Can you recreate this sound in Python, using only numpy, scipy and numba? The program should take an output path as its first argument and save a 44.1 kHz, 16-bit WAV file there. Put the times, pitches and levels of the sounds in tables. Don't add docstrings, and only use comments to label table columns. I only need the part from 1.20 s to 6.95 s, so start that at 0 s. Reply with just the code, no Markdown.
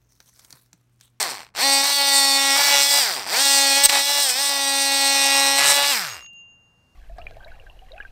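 import sys
import numpy as np
from scipy import signal
from scipy.fft import rfft, irfft, next_fast_len
from scipy.io import wavfile
from scipy.ndimage import uniform_filter1d
from numba import njit

SR = 44100
rng = np.random.default_rng(int(sys.argv[2]) if len(sys.argv) > 2 else 0)


def pcm_store(signal):
    levels = np.round(np.clip(np.atleast_2d(signal), -1, 1) * 32767)
    wavfile.write(sys.argv[1], SR, levels.astype(np.int16).T)


N = 253565
T = np.arange(N) / SR

# time_s, push (0-1)
HAND_PUSH = [(.62, 0.95), (.67, 0.28), (.744, 0.38), (1.1, 0.97), (1.334, 0.99), (1.412, 0.06),
             (1.63, 0.43), (1.78, 0.04), (2.25, 0.68), (2.54, 0.97), (2.64, 0.24), (2.8, 0.6), (2.92, 0),
             (3.25, 0.37), (3.49, 0.91), (4.35, 0.92), (4.44, 0.31), (4.67, 0.06)]
# start_s, end_s, looseness (0-1), bounce_db
LOOSE_SPELLS = [(-.05, .43, 0.42, -11), (.63, .72, 0.4, -24.5), (1.36, 1.52, 0.45, -14.5),
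                (1.52, 1.64, 0.11, -6.5), (1.64, 2.23, 0.32, -29), (2.69, 2.8, .42, -9.5),
                (2.8, 3.4, 0.15, -19), (3.95, 4.38, 0.08, -9.5), (4.38, 4.53, 0.36, -1.5),
                (4.53, 4.82, 0.17, -10), (4.82, 5.2, 0.4, -8)]
def multi_tool():
    push, = in_time(HAND_PUSH)
    speed_hz = motor_speed(push)
    push = push * np.interp(speed_hz, [235, 268], [0, 1])
    loose, bounce_db = held(LOOSE_SPELLS, rest=(.052, -18))
    bend_hz, lift_db = blade_bend()
    rail_db, housing_db, chatter_db, rasp_db, crumbs_db, shake_db = part_levels(
        speed_hz, push, loose, bounce_db, lift_db)
    turns = np.cumsum(speed_hz * (1 + .0011 * drift(30))) / SR
    pressure = np.interp(push, [.2, .8], [0, 1])
    drive = (turns, pressure, bounce_db)
    pace = np.clip(speed_hz / 272, 0, 1)
    firm = np.clip(1 - loose, .01, .99)
    rail = rail_boom(*drive, loose, tonal=firm ** 1.3 * pace ** 2.5)
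    housing = housing_buzz(*drive, tonal=firm * pace ** 1.6)
    chatter = blade_chatter(*drive, bend_hz, lift_db, tonal=.9 * firm ** 1.8 * pace ** 10)
    rasp, edge_hits = edge_rasp(*drive, tonal=.42 * firm ** 3 * pace ** 8)
    crumbs = epoxy_crumbs(*drive)
    top_end = blend(blade_zing(edge_hits), crumbs, .3 * lifted_share())
    growl = rail_growl(turns, bounce_db)
    shake = np.sin(2 * np.pi * turns)
    sound = (from_db(rail_db) * (rail + growl) + from_db(housing_db) * housing
             + from_db(chatter_db) * chatter + from_db(rasp_db) * rasp
             + from_db(crumbs_db) * top_end + from_db(shake_db) * shake)
    return sound * np.interp(T, [5.06, 5.11], [1, 0])


FREE_HZ, SAG_HZ = 285.3, 10.2
# off_s, on_s, spin_up_s
TRIGGER_PAUSES = [(-0.06, 0.337, .113), (1.797, 2.055, .17)]
# middle_s, length_s, drop_hz
TRIGGER_EASING = [(3.12, .21, 35)]
def motor_speed(push, last_off_s=4.709):
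    powered = FREE_HZ - SAG_HZ * push - swells(TRIGGER_EASING)
    speed = np.minimum(powered, coasting(T - last_off_s))
    for off, on, spin_up in TRIGGER_PAUSES:
        missing = np.maximum(powered - coasting(np.minimum(T, on) - off), 0)
        speed = speed - missing * np.clip(1 - (T - on) / spin_up, 0, 1) ** 1.6
    return np.maximum(speed, 1)


def coasting(elapsed_s, drag_per_s=2.6, friction_hz_per_s=330):
    offset = friction_hz_per_s / drag_per_s
    return np.maximum((FREE_HZ + offset) * np.exp(-drag_per_s * np.maximum(elapsed_s, 0)) - offset, 1)


# harmonic, level_db
PRESSED_TIMBRE = [(1, -10), (2, 1.5), (3, 7.5), (4, -8.5), (5, -9.5), (6, -10.5), (7, -1.5), (8, -5),
                  (9, -3), (10, -4.5), (11, -7), (12, -7.5), (13, -1), (14, -6), (15, -1), (16, -7.5),
                  (17, -3), (18, -9), (19, -6.5), (20, -4), (21, -4.5), (22, -10.5), (23, -9.5), (24, -14),
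                  (25, -11.5), (26, -7), (27, -29.5), (28, -15.5), (29, -15.5), (30, -4.5), (31, -7),
                  (32, -3.5)]
LIGHT_TIMBRE = [(1, -19), (2, 2.5), (3, 6.5), (4, 3), (5, -3.5), (6, 1.5), (7, 4.5), (8, 3), (9, 0),
                (10, 7.5), (11, -2.5), (12, -3), (13, -6.5), (14, -3), (15, -7), (16, -9.5), (17, -10.5),
                (18, -15), (19, -6.5), (20, -14), (21, -12.5), (22, -9.5), (23, -21), (24, -14.5),
                (25, -12.5), (26, -4.5), (27, -2.5), (28, -5.5), (29, -9.5), (30, -19), (31, -8.5),
                (32, -19.5)]
def drive_buzz(turns, pressure, bounce_db, harmonics, waver_db, scatter):
    out, power = 0, 0
    for k in harmonics:
        pressed_db = np.interp(k, *np.transpose(PRESSED_TIMBRE))
        light_db = np.interp(k, *np.transpose(LIGHT_TIMBRE))
        flutter = min(k / 16, 1)
        gain = from_db(light_db + pressure * (pressed_db - light_db) + waver_db * drift(1.53))
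        smear = scatter * (1 + pressure) / 2 * drift(.6)
        angle = 2 * np.pi * k * turns + smear + .45 * flutter * drift(10)
        between = from_db(bounce_db) * k / (k + 5) * np.cos(angle + np.pi * turns + .5 * drift(5))
        power += gain ** 2 / 2
        out -= gain * from_db(flutter * (2.8 * drift(11) - .9)) * (np.cos(angle) + between)
    return out / np.sqrt(power)


def blade_hits(turns, jitter_s, spread_db, return_db, grit_db, decay_s, slide_db):
    reversals = np.arange(1, int(2 * turns[-1]))
    chance = rng.standard_normal((4000, 2))[:len(reversals)]
    times = np.interp(reversals / 2, turns, T) + jitter_s * chance[:, 0]
    hits = clicks(times, from_db(spread_db * chance[:, 1] + return_db * (reversals % 2)))
    grind = from_db(grit_db) * friction(hits, decay_s)
    return evened(grind - hits) + from_db(slide_db) * rng.standard_normal(N)


# frequency_hz, gain_db
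BLADE_COLOUR = [(2300, -52.5), (3100, -10.5), (3700, -7.5), (4400, -7.5), (5100, -7), (5900, -7.5),
                (6600, -21), (7400, -8.5), (9000, -48)]
def blade_chatter(turns, pressure, bounce_db, bend_hz, lift_db, tonal):
    tone = drive_buzz(turns, pressure, bounce_db + 3, range(12, 25), waver_db=1.6, scatter=1.3)
    hits = blade_hits(turns, 1.8e-5, spread_db=3, return_db=-5, grit_db=-1, decay_s=.001, slide_db=-3)
    chatter = blend(tone, evened(body(hits, BLADE_COLOUR)), tonal)
    return bending(chatter, bend_hz * (1 + .012 * drift(22)), width_hz=240, lift_db=lift_db)


# start_s, pitch_hz, lift_db
BEND_STEPS = [(0, 4340, 2.5), (.74, 4440, 6.5), (1.18, 3600, -10.5), (1.37, 4580, -3), (1.53, 5760, 2.5),
              (1.62, 5200, 1), (1.7, 4880, 6.5), (1.83, 4830, 5.5), (2.14, 4400, 0), (2.5, 4100, -5.5),
              (2.82, 5228, 0), (3.45, 3904, -4.5), (4.67, 5084, 2)]
def blade_bend():
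    return held([(start, np.inf, hz, db) for start, hz, db in BEND_STEPS], rest=BEND_STEPS[0][1:])


# frequency_hz, gain_db
HOUSING_COLOUR = [(800, -25), (1100, 4), (1500, 2), (2000, 4), (2600, 2.5), (3150, -4), (3900, -22.5)]
def housing_buzz(turns, pressure, bounce_db, tonal):
    tone = drive_buzz(turns, pressure, bounce_db + 1, range(4, 12), waver_db=1.2, scatter=1.1)
    hits = blade_hits(turns, 3.5e-5, spread_db=3, return_db=-7, grit_db=-3, decay_s=.0012, slide_db=-8)
    return blend(tone, evened(body(hits, HOUSING_COLOUR)), tonal)


# frequency_hz, gain_db
EDGE_COLOUR = [(5800, -9.5), (6900, -11.5), (7700, -5.5), (8350, 0), (8900, -6), (9500, -10.5),
               (10300, -24.5), (12000, -50)]
def edge_rasp(turns, pressure, bounce_db, tonal):
    tone = drive_buzz(turns, pressure, bounce_db + 3.5, range(25, 33), waver_db=6, scatter=1.25)
    hits = blade_hits(turns, 1.5e-5, spread_db=3.2, return_db=-5, grit_db=3, decay_s=.0009, slide_db=-4)
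    return blend(evened(body(tone, EDGE_COLOUR)), evened(body(hits, EDGE_COLOUR)), tonal), hits


# frequency_hz, gain_db
RAIL_COLOUR = [(150, -19), (330, -16.5), (520, -10), (780, 2.5), (950, 1.5), (1200, -8.5)]
def rail_boom(turns, pressure, bounce_db, loose, tonal):
    bearing = from_db(-17) * np.sin(2 * np.pi * 2.58 * turns + drift(12))
    tone = drive_buzz(turns, pressure, bounce_db - 3.5, range(2, 4), waver_db=.7, scatter=.21)
    hits = blade_hits(turns, 9e-5, spread_db=3.5, return_db=-5, grit_db=1, decay_s=.0012, slide_db=-4)
    wobble = from_db(4 * loose * drift(25))
    return blend(tone + bearing, evened(body(hits, RAIL_COLOUR)), tonal) * wobble


def rail_growl(turns, bounce_db):
    gain = from_db(bounce_db - 20 + 3 * drift(12))
    sub_octave = np.sin(np.pi * turns + .5 * drift(15))
    overtone = 1.7 * np.sin(3 * np.pi * turns + .5 * drift(15))
    return gain * (sub_octave + overtone)


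# frequency_hz, gain_db
CRUMB_COLOUR = [(5760, -25), (9800, -3.5), (10400, -5.5), (11200, -3.5), (12400, -3), (13500, 1),
                (15500, -6.5)]
def epoxy_crumbs(turns, pressure, bounce_db):
    grit = blade_hits(turns, 3e-5, spread_db=4, return_db=-4, grit_db=5, decay_s=.0008, slide_db=-3)
    sizzle = evened(body(grit, CRUMB_COLOUR))
    mode_hz = 11300 * (1 + .004 * drift(10))
    return bending(sizzle, mode_hz, width_hz=260, lift_db=1.4 * bounce_db + 12.5 + 8.3 * pressure)


# pitch_hz, level_db
ZING_MODES = [(8200, -12), (12200, 2.5), (15050, -8)]
def blade_zing(hits):
    return sum(from_db(db) * evened(signal.lfilter(*signal.iirpeak(hz, hz / 60, fs=SR), hits))
               for hz, db in ZING_MODES)


# time_s, level_db
EFFORT_CURVE = [(.27, -1.5), (.37, 1), (.55, 0.5), (.65, -0.5), (1.0, .5), (1.25, 0.5), (1.55, 1.5),
                (1.67, 0.5), (2.03, 2), (2.13, 1), (2.45, 0.9), (2.85, 0), (3.4, -2.5), (3.88, 0),
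                (4.25, 0), (4.36, -1), (4.57, 0), (5.0, -4)]
# middle_s, length_s, boost_db
EDGE_DIGS = [(.018, 0.069, 11.5), (.11, 0.051, 8.5), (.54, 0.22, 2), (.66, 0.14, 2.5), (.98, 0.17, 7),
             (1.77, 0.16, 5), (2.32, 0.38, 4), (3.03, .15, 8), (3.1, 0.058, 10), (3.26, 0.12, 4.5),
             (4.22, 0.18, 1.5), (4.5, .14, 6.5)]
# middle_s, length_s, cut_db
BLADE_SKIDS = [(.75, 0.074, 7), (1.2, 0.049, 1.5), (1.65, 0.14, 5.5), (1.83, 0.097, 5), (2.12, 0.15, 2.5),
               (2.24, 0.059, 6), (2.55, 0.047, 5.5), (2.85, 0.31, 4), (3.11, 0.23, 4.5),
               (3.225, 0.043, 4.5)]
# middle_s, length_s, cut_db
BLADE_RECOILS = [(.185, 0.05, 1.5), (.625, 0.022, 3.5), (1.25, 0.23, 1), (2.68, 0.032, 11.5),
                 (2.714, 0.028, 5), (2.84, .12, 2.5)]
# free_speed_db, tenfold_slowing_cut_db, full_push_db, full_bounce_db,
# lifted_db, effort_share
RAIL_MIX = (-30.5, 30, 2.5, 5.5, -9, 1)
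HOUSING_MIX = (-26, 29, 0.5, 7, 3, 1.55)
CHATTER_MIX = (-21, 40, 1.12, 2, 1.5, 1.5)
RASP_MIX = (-27, 41.5, 2, 2.5, 1, 1.16)
CRUMBS_MIX = (-30.5, 45, -2.5, 1.5, 2.5, 1.5)
SHAKE_MIX = (-49, 22.5, 15, 1, 9, .6)
def part_levels(speed_hz, push, loose, bounce_db, lift_db):
    effort_db, = in_time(EFFORT_CURVE)
    knocking = np.interp(speed_hz, [26.2, 73], [.03, 1])
    shared_db = 20 * np.log10(knocking) - swells(BLADE_RECOILS)
    decades, bounce, lifted = np.log10(speed_hz / FREE_HZ), from_db(bounce_db), lifted_share()
    rail, housing, chatter, rasp, crumbs, shake = (
        shared_db + db + slowing_db * decades + push_db * push + bouncing_db * bounce
        + lifted_db * lifted + share * effort_db
        for db, slowing_db, push_db, bouncing_db, lifted_db, share
        in (RAIL_MIX, HOUSING_MIX, CHATTER_MIX, RASP_MIX, CRUMBS_MIX, SHAKE_MIX))
    dig = swells(EDGE_DIGS) + 1.4 * drift(17)
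    skid = swells(BLADE_SKIDS) + 2.03 * (1 - push / 2) * drift(17)
    return (rail - skid,
            housing - .43 * skid - .15 * lift_db,
            chatter + .17 * dig + .074 * lift_db,
            rasp + dig,
            crumbs + .5 * dig + 2 * loose,
            shake - skid / 2)


def lifted_share():
    return np.interp(T, [4.66, 4.78], [0, 1])


# start_s, count, gap_s, relative_level_db
SNAG_RUNS = [(2.6333, 8, .0036, 0), (5.133, 1, .0036, -56)]
def edge_snags():
    hits = runs(SNAG_RUNS, growth_db=1.5)
    colour = [(3000, -16.5), (5500, -7), (7300, -17.5), (8200, 4), (8700, -5.5), (9700, -21),
              (15000, -14)]
    squeal = body(friction(hits, decay_s=.0012), colour)
    thump = signal.sosfilt(signal.butter(2, [20, 190], "band", fs=SR, output="sos"), hits)
    return from_db(28) * squeal + from_db(10) * thump


# start_s, count, gap_s, relative_level_db
SLAP_RUNS = [(1.5542, 3, .007, -15), (2.6959, 2, .0043, -6.5), (2.7535, 2, .0055, -12),
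             (2.795, 1, .007, -15.5), (3.099, 1, .007, -15), (4.637, 3, .0075, -15), (5.063, 1, .007, -40)]
def blade_slaps():
    hits = runs(SLAP_RUNS)
    grit = from_db(-11) * friction(hits, decay_s=.002)
    colour = [(200, -12), (700, -8.5), (2200, 13), (5700, 4), (9000, -20), (15000, -20)]
    return from_db(11.5) * body(grit - hits, colour)


# pitch_hz, level_db, fade_start_s, fade_db_per_s, linger_db, beat_depth (0-1)
RING_MODES = [(2790, -46.5, 5.215, 82, -69, .05), (6597, -31.5, 4.664, 56, -97, .98)]
def blade_ring(start_s=4.79, swell_s=.076, beat_hz=7.5, beat_decay_s=.72):
    age = T - start_s
    beating = np.cos(2 * np.pi * beat_hz * age) * np.exp(-(age / beat_decay_s) ** 2)
    ring = 0
    for hz, db, fade_start_s, fade_rate, linger_db, depth in RING_MODES:
        envelope = from_db(db - fade_rate * np.maximum(T - fade_start_s, 0)) + from_db(linger_db)
        ring += envelope * (1 + depth * beating) * np.sin(2 * np.pi * hz * age)
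    return np.sqrt(2) * ring * np.clip(age / swell_s, 0, 1)


# frequency_hz, gain_db
RUMBLE_COLOUR = [(25, -15), (45, -17), (80, -9), (190, -13), (320, -23.5), (950, -23), (2400, -37)]
HISS_COLOUR = [(1500, 0), (2500, -10.5), (5000, -4), (8000, -8.5), (15000, -17.5)]
# pitch_hz, level_db
HUM_TONES = [(120, -75), (151, -79.5)]
def shed_room_tone():
    rumble = from_db(-65) * rms_one(body(rng.standard_normal(N), RUMBLE_COLOUR))
    hiss_db = np.interp(T, [5.2, 5.75], [-86, -74])
    hiss = from_db(hiss_db) * rms_one(body(rng.standard_normal(N), HISS_COLOUR))
    hum = sum(from_db(db) * np.sin(2 * np.pi * hz * T + .3 * drift(3)) for hz, db in HUM_TONES)
    return rumble + hiss + np.sqrt(2) * hum


def from_db(db):
    return 10 ** (np.asarray(db) / 20)


def rms_one(x):
    return x / np.sqrt(np.mean(x ** 2) + 1e-20)


def in_time(rows):
    times, *columns = np.transpose(rows)
    return [np.interp(T, times, column) for column in columns]


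def swells(rows):
    return sum(height * np.cos(np.pi * np.clip((T - middle) / length, -.5, .5)) ** 2
               for middle, length, height in rows)


def held(rows, rest, reseat_s=.013):
    out = np.outer(rest, np.ones(N))
    for start, end, *values in rows:
        out[:, (T >= start) & (T < end)] = np.array(values)[:, None]
    return uniform_filter1d(out, size=int(reseat_s * SR), axis=1)


def drift(rate_hz):
    hop = 40
    pole = np.exp(-2 * np.pi * hop * rate_hz / SR)
    noise = rng.standard_normal(N // hop + 2002)
    slow = signal.lfilter([1], [1, -2 * pole, pole * pole], noise)[2000:]
    return np.interp(np.arange(N) / hop, np.arange(len(slow)), rms_one(slow))


def clicks(times, heights):
    at, out = np.clip(times * SR, 0, N - 2), np.zeros(N)
    np.add.at(out, at.astype(int), heights * (1 - at % 1))
    np.add.at(out, at.astype(int) + 1, heights * (at % 1))
    return out


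def runs(rows, growth_db=0, jitter_s=.0002, spread_db=2):
    times, levels = np.transpose([(start + k * gap, db - growth_db * (count - 1 - k))
                                  for start, count, gap, db in rows for k in range(count)])
    chance = rng.standard_normal((len(times), 2))
    return clicks(times + jitter_s * chance[:, 0], from_db(levels + spread_db * chance[:, 1]))


def friction(hits, decay_s):
    pole = np.exp(-1 / (decay_s * SR))
    return signal.lfilter([np.sqrt(1 - pole * pole)], [1, -pole], hits) * rng.standard_normal(N)


def body(x, colour):
    size = 2 * next_fast_len(N // 2 + 4096)
    hz, db = np.transpose(colour)
    octave = np.log2(np.maximum(np.arange(size // 2 + 1) * SR / size, 1))
    outside = np.abs(octave - np.clip(octave, np.log2(hz[0]), np.log2(hz[-1])))
    shape_db = np.interp(octave, np.log2(hz), db) - 24 * np.minimum(outside, 2)
    cepstrum = irfft(np.log(from_db(shape_db)))
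    cepstrum[1:size // 2] *= 2
    cepstrum[size // 2 + 1:] = 0
    return irfft(rfft(x, size) * np.exp(rfft(cepstrum)))[:N]


def bending(x, centre_hz, width_hz, lift_db):
    peak = moving_resonance(x, 2 * np.pi * centre_hz / SR, np.exp(-np.pi * width_hz / SR))
    return evened(x + from_db(lift_db) * peak)


@njit
def moving_resonance(x, angle, r):
    y = np.zeros(len(x))
    for i in range(2, len(x)):
        feedback = 2 * r * np.cos(angle[i]) * y[i - 1] - r * r * y[i - 2]
        y[i] = (1 - r * r) / 2 * (x[i] - x[i - 2]) + feedback
    return y


def evened(x):
    power = uniform_filter1d(uniform_filter1d(x ** 2, size=1100), size=900)
    return x / np.sqrt(np.maximum(power, 0) + 1e-3 * np.mean(x ** 2))


def blend(tone, rattle, tonal):
    tonal = np.clip(tonal, 0, 1)
    return np.sqrt(tonal) * tone + np.sqrt(1 - tonal) * rattle


def scene():
    return (multi_tool() + blade_slaps() + edge_snags() + blade_ring() + shed_room_tone())[None]


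def record(dry, cutoff_hz=15700):
    low_pass = signal.ellip(12, .1, 80, cutoff_hz, fs=SR, output="sos")
    return signal.sosfilt(low_pass, np.clip(dry, -1, 1))


dry = scene()
out = record(dry)
pcm_store(out)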